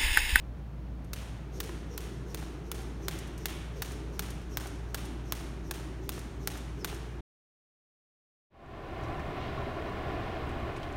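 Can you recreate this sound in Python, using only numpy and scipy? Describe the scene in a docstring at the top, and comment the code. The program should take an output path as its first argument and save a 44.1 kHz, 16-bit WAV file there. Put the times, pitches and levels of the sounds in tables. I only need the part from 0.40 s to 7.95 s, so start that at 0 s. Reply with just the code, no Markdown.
"""A ventilation motor hums from the start in a large, hard-walled gym, where someone is skipping rope.
On each turn the rope whooshes through the air, swishes down, sometimes whistles, and slaps the rubber mat.
A soft footfall follows most slaps as the jumper steps from foot to foot, and the handles tick lightly.
The hall answers late with an echo. After sixteen turns, all the sound stops abruptly."""
import sys
import numpy as np
from scipy import signal
from scipy.fft import rfft, irfft, next_fast_len
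from scipy.io import wavfile
from scipy.ndimage import uniform_filter1d

SR = 44100
rng = np.random.default_rng(int(sys.argv[2]) if len(sys.argv) > 2 else 0)


def master_out(mix):
    """Clip the mix to full scale and print it as 16-bit PCM to the path in sys.argv[1]."""
    frames = np.transpose(np.atleast_2d(mix))
    ceiling = np.clip(frames, -1, 1)
    pcm = np.round(ceiling * 32767).astype(np.int16)
    wavfile.write(sys.argv[1], SR, pcm)


N = 332955
TIME = np.arange(N) / SR
HIT_SIZE = 4096  # samples in one short hit
HIT_TIME = np.arange(HIT_SIZE) / SR
HIT_HZ = np.fft.rfftfreq(HIT_SIZE, 1 / SR)


def undb(db):
    """Turn decibels into a number to multiply by."""
    return 10 ** (np.asarray(db) / 20)


def unit(x):
    """Scale a sound to an average (rms) size of 1."""
    return x / np.sqrt(np.mean(x ** 2))


def along(points, hz):
    """Read between (pitch_hz, value) points, with octaves evenly spaced."""
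    f, value = np.transpose(points)
    return np.interp(np.log(np.maximum(hz, 1)), np.log(f), value)


def bell(hz, centre_hz, width_hz):
    """A smooth hump of height 1."""
    return np.exp(-.5 * ((hz - centre_hz) / width_hz) ** 2)


def tint(x, gain):
    """Turn each frequency of a sound up or down by gain(hz)."""
    size = next_fast_len(len(x) + HIT_SIZE)
    return irfft(rfft(x, size) * gain(np.fft.rfftfreq(size, 1 / SR)), size)[:len(x)]


def noise(size, colour):
    """Steady noise with a colour: a balance of low and high pitches."""
    return unit(tint(rng.standard_normal(size), lambda f: undb(along(colour, f))))


def wander(size, width_hz):
    """A random wobble, mostly slower than width_hz."""
    return unit(tint(rng.standard_normal(size), lambda f: bell(f, 0, width_hz)))


def vortex_tone(hz, blur_hz):
    """A blurred tone: swirls of air leave the rope at a nearly regular rate."""
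    phase = 2 * np.pi * np.cumsum(hz) / SR
    tone = wander(len(hz), blur_hz) * np.cos(phase) + wander(len(hz), blur_hz) * np.sin(phase)
    return tone / np.sqrt(2)


def ring(colour_db):
    """A filter of this colour that rings after a hit, never before it."""
    cepstrum = irfft(np.log(undb(colour_db)))
    return np.exp(rfft(np.r_[cepstrum[0], 2 * cepstrum[1:HIT_SIZE // 2]], HIT_SIZE))


def hit(decay_s, colour_db):
    """A burst of tiny contacts that starts 1 ms in and dies away."""
    since_s = HIT_TIME - .001
    fade = (since_s >= 0) * np.exp(-np.abs(since_s) / decay_s)
    burst = rfft(rng.standard_normal(HIT_SIZE) * fade)
    even_burst = burst / np.sqrt(uniform_filter1d(np.abs(burst) ** 2, size=100))
    return irfft(even_burst * ring(colour_db))


def add(track, start_s, sound):
    """Mix a sound into a track."""
    start = max(int(start_s * SR), 0)
    track[start:start + len(sound)] += sound[:N - start]


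def taps(table, colour, decay_s, gain_db):
    """One short hit for each row of a table."""
    out = np.zeros(N)
    for start_s, level_db in table:
        add(out, start_s - .001, undb(level_db + gain_db) * hit(decay_s, along(colour, HIT_HZ)))
    return out


# Colour of the rumbling air: pitch_hz, gain_db
VENT_COLOUR = [(20, -33), (40, -4), (55, -2), (75, -5.5), (110, -2), (160, -1), (220, -10.5), (320, -16.5),
               (600, -19.5), (1100, -26.5), (2200, -34), (5000, -44.5), (10000, -52.5), (16000, -55)]
# Tones of the motor and its mains power: pitch_hz, level_db
HUM_TONES = [(41.0, -63), (58.35, -41), (116.7, -55), (120.0, -62)]
def ventilation(air_db=-44.5):
    """A slightly wavering motor hum over the steady rumble of moving air."""
    air = noise(N, VENT_COLOUR)
    hum = sum(undb(db) * np.sqrt(2) * np.sin(2 * np.pi * (hz * TIME + rng.random()))
              for hz, db in HUM_TONES)
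    return air * undb(air_db + .5 * wander(N, 6)) + hum * undb(.4 * wander(N, 1))


# Colour of the echo: pitch_hz, gain_db
HALL_COLOUR = [(60, -3.5), (300, 6.5), (600, 11), (1000, 7), (3000, 9), (4300, 5), (6000, 7), (9300, 6.5),
               (11000, 2), (16000, -2)]
# Time the echo takes to fade by 60 dB: pitch_hz, fade_s
HALL_FADE = [(100, 0.61), (1000, 2.82), (3000, 1.266), (6000, 0.99), (9000, 0.83), (15000, 0.37)]
def hall(gap_s=.027, early_db=-12, wall_db=3, wall_s=.002, grain_db=3, merge_s=.098):
    """The echo of one click: weak scatter, then wall and roof together, then a fading tail."""
    t = TIME[:SR]
    f = np.fft.rfftfreq(SR, 1 / SR)
    echoes = rfft(rng.standard_normal(SR)) * undb(along(HALL_COLOUR, f)) / np.sqrt(SR)
    bands_hz, fades_s = np.transpose(HALL_FADE)
    tail = sum(irfft(echoes * along(np.c_[bands_hz, band], f)) * undb(-60 * t / fade_s)
               for band, fade_s in zip(np.eye(len(bands_hz)), fades_s))
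    # the first echoes arrive one by one and only later merge
    tail *= undb(grain_db * np.exp(-t / merge_s) * wander(SR, 350))
    wall_boost = 1 + (undb(wall_db) - 1) * np.exp(-np.abs(t - gap_s) / wall_s)
    return tail * np.where(t < gap_s, undb(early_db), wall_boost)


# Ticks of the handles: start_s, relative_level_db
TICKS = [(.645, -32), (2.416, -24.5), (2.788, -15.5), (2.873, -25), (2.978, -21), (3.518, -18.5),
         (3.904, -17.5), (4.015, -33), (4.270, -17.5), (4.653, -20), (5.791, -18.5), (6.173, -18.5),
         (6.545, -21)]
# Colour of a tick: pitch_hz, gain_db
TICK_COLOUR = [(500, -27), (3000, -5), (6000, 1), (9500, 0.5), (13000, -5.5), (16000, -14)]
def handle_ticks():
    """The handles make light, bright contacts."""
    return taps(TICKS, TICK_COLOUR, decay_s=.0079, gain_db=-.5)


# Shoes landing: start_s, relative_level_db
STEPS = [(1.293, -6.5), (1.671, -14.5), (2.026, -9), (2.392, -14), (2.759, -13.5), (3.51, -11.5),
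         (3.887, -12.5), (4.258, -7.5), (4.643, -19.5), (5.009, -9.5), (5.398, -13), (5.779, -8.5),
         (6.155, -8.5), (6.528, -6.5)]
# Colours of the sole's tap and the deep thud: pitch_hz, gain_db
SOLE_COLOUR = [(150, -5), (400, 1), (800, 3), (1600, -1.5), (2500, -11), (5000, -16.5), (15000, -26.5)]
THUD_COLOUR = [(40, -9.5), (80, 8), (160, 9), (350, 3.5), (700, -5), (3000, -39)]
def footfalls():
    """The sole taps the rubber and the jumper's weight adds a longer thud."""
    sole = taps(STEPS, SOLE_COLOUR, decay_s=.003, gain_db=-1)
    thud = taps(STEPS, THUD_COLOUR, decay_s=.021, gain_db=-4)
    return sole + thud


# The whoosh as the jumper's effort rises and eases: time_s, pitch_hz, relative_level_db
SWING = [(0.0, 263, -57.5), (1.0, 261, -54), (1.19, 371, -44), (1.48, 283, -50), (1.52, 371, -48),
         (1.59, 333, -47), (3.14, 321, -47), (3.27, 297, -53.5), (3.37, 405, -46.5), (3.45, 300, -49.5),
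         (3.6, 367, -41), (3.71, 317, -48.5), (6.1, 309, -47), (6.36, 299, -51), (6.4, 332, -46.5),
         (6.8, 296, -51.5)]
def whoosh(blur_hz=22, bend=.07, bend_lead_s=.03, swell_db=1, swell_lead_s=.051, gain_db=-2):
    """The loop stirs the air: its fast middle sings highest, its slower sides lower."""
    time_s, hz, db = np.transpose(SWING)
    landings_s = np.transpose(SLAPS)[0]  # one turn per slap, listed below
    angle = lambda lead_s: 2 * np.pi * np.interp(TIME + lead_s, landings_s, np.arange(len(SLAPS)))
    # the rope is fastest just before it lands, so the pitch bends up once a turn
    pitch_hz = np.interp(TIME, time_s, hz) * (1 + bend * np.cos(angle(bend_lead_s)))
    # it swells twice a turn, going down and going up
    level_db = np.interp(TIME, time_s, db) + swell_db * np.cos(2 * angle(swell_lead_s))
    loop_parts = [(.8, -4), (.97, -1), (1.12, -2), (1.27, -5)]
    air = sum(undb(part_db) * vortex_tone(ratio * pitch_hz, blur_hz) for ratio, part_db in loop_parts)
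    return unit(air) * undb(level_db + gain_db)


# Colour of the rope's hiss: pitch_hz, gain_db
HISS_COLOUR = [(2000, -4), (4000, 0.5), (6800, 2), (8500, -2.5), (11000, -7), (13000, -3), (16000, -14.5)]
# Thin whistles: start_s, length_s, first_pitch_hz, last_pitch_hz, level_db
WHISTLES = [(1.47, .11, 5900, 5370, -60), (2.618, 0.057, 6300, 5470, -57.5), (3.02, 0.031, 6000, 5720, -61),
            (4.11, 0.064, 5900, 5070, -56), (4.885, .04, 5800, 5300, -57), (6.385, 0.063, 5950, 4730, -56)]
def downswings(swish_s=.092, first_hz=6340, last_hz=5400, hiss_db=-2, hiss_hall_db=5):
    """The rope swishes down in falling pitch and sometimes whistles; returns (direct, to the hall)."""
    tone, hiss = np.zeros(N), np.zeros(N)
    swell = lambda size: np.sin(np.pi * np.linspace(0, 1, size) ** 1.3)
    size = int(swish_s * SR)
    for landing_s, *_, swish_db in SLAPS:
        loudness = undb(swish_db) * swell(size)
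        swish = vortex_tone(np.linspace(first_hz, last_hz, size), blur_hz=600)
        add(tone, landing_s - swish_s, loudness * swish)
        add(hiss, landing_s - swish_s, loudness * noise(size, HISS_COLOUR))
    for start_s, length_s, from_hz, to_hz, level_db in WHISTLES:
        size = int(length_s * SR)
        whistle = vortex_tone(np.linspace(from_hz, to_hz, size), blur_hz=140)
        add(tone, start_s, undb(level_db) * swell(size) * whistle)
    return tone + undb(hiss_db) * hiss, tone + undb(hiss_hall_db) * hiss


# Colour of a slap: pitch_hz, gain_db
SLAP_COLOUR = [(150, -13), (400, -1.5), (800, 2), (2400, 0), (3600, 1), (6000, -1), (9000, -1.5),
               (12000, 0), (15000, 2.5)]
# The rope landing on the mat, once a turn (levels are relative):
# start_s, level_db, contact_s, smack_pitch_hz, body_db, snap_db, swish_db
SLAPS = [(0.7332, -7.5, .0028, 1213, -1.5, -5, -78), (1.203, -5, .0036, 1550, -4, -1, -57),
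         (1.5778, -9, .002, 1440, -4, 0, -60), (1.946, -9.5, .0013, 1150, 1, 1, -58.5),
         (2.3162, -7.5, .002, 1500, 1, 3.5, -65), (2.6833, -3, .001, 1630, 1, -10, -59.5),
         (3.0567, -1.5, .0011, 1740, -2, -12.5, -59.5), (3.4207, -4.5, .006, 1406, 0.5, 0, -59),
         (3.7935, -4, .0022, 1450, -0.5, -1, -61), (4.172, -4.5, .0008, 1460, 3, 5, -58.5),
         (4.5453, -5, .0028, 1250, 2.5, -5, -66), (4.923, -3, .001, 1440, 1.5, 4.5, -61.5),
         (5.311, -6.5, .0024, 1620, 1.5, 2, -61.5), (5.6925, -6, .001, 1400, -1.5, 2, -62.5),
         (6.0743, -2, .0013, 1400, -1, 1, -60.5), (6.4459, -3.5, .0031, 1620, 1.5, -4, -62.5)]
def slaps(crackle_db=-5, crackle_s=.008, direct_db=-1, hall_db=-1.31, hall_follows=.37, clack_hz=3000):
    """The rope snaps on the mat, more of it lands, the rest lies down in a crackle; the hall answers."""
    out = np.zeros(N)
    lows = 1 / (1 + (HIT_HZ / 2200) ** 4)
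    top_cut_db = -5 * (1 - 1 / (1 + (HIT_HZ / 10000) ** 8))
    colour = along(SLAP_COLOUR, HIT_HZ)
    snap_colour = along([(3000, -21), (8000, -18.5), (11500, -4.5), (15000, -2)], HIT_HZ)
    for start_s, level_db, contact_s, smack_hz, body_db, snap_db, _ in SLAPS:
        smack_db = 4 * bell(HIT_HZ, smack_hz, width_hz=330) + body_db * lows
        body_colour = colour + smack_db + top_cut_db
        snap = hit(.0003, snap_colour + snap_db)
        landing = hit(contact_s, body_colour)
        crackle = hit(crackle_s, body_colour + crackle_db)
        add(out, start_s - .001, undb(level_db + direct_db) * (snap + landing + crackle))
        # the duller the snap, the more its echo clacks
        clack_db = -.27 * snap_db * bell(HIT_HZ, clack_hz, width_hz=800)
        # the hall hears the slap from all sides, so its answer varies less
        to_hall = irfft(ring(colour + .38 * smack_db + clack_db))
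        echo = signal.fftconvolve(to_hall, hall())
        add(out, start_s, undb(hall_db + hall_follows * level_db) * echo)
    return out


def scene(steps_hall_db=-5, ticks_hall_db=-2, air_hall_db=-2):
    """Rope, shoes and handles, heard directly and as echoes, over the ventilation."""
    steps = footfalls()
    ticks = handle_ticks()
    air = whoosh()
    swish, swish_to_hall = downswings()
    to_hall = undb(steps_hall_db) * steps + undb(ticks_hall_db) * ticks + undb(air_hall_db) * air
    echo = signal.fftconvolve(to_hall + swish_to_hall, hall())[:N]
    return (slaps() + steps + ticks + air + swish + echo + ventilation())[None]


# Pitches weakened by the microphone's opening: pitch_hz, width_hz, gain_db
MIC_DIPS = [(4900, 250, -3.5), (7670, 820, -4), (10460, 350, -5.5)]
def record(dry, stop_s=6.809, fade_s=.004, top_hz=15900):
    """The microphone's opening colours the treble; the sound is switched off and its top is cut."""
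    heard = tint(dry[0], lambda f: undb(sum(db * bell(f, hz, width / 2) for hz, width, db in MIC_DIPS)))
    heard *= np.clip((stop_s - TIME) / fade_s, 0, 1)
    return tint(heard, lambda f: 1 / np.sqrt(1 + (f / top_hz) ** 200))[None]


dry = scene()
out = record(dry)
master_out(out)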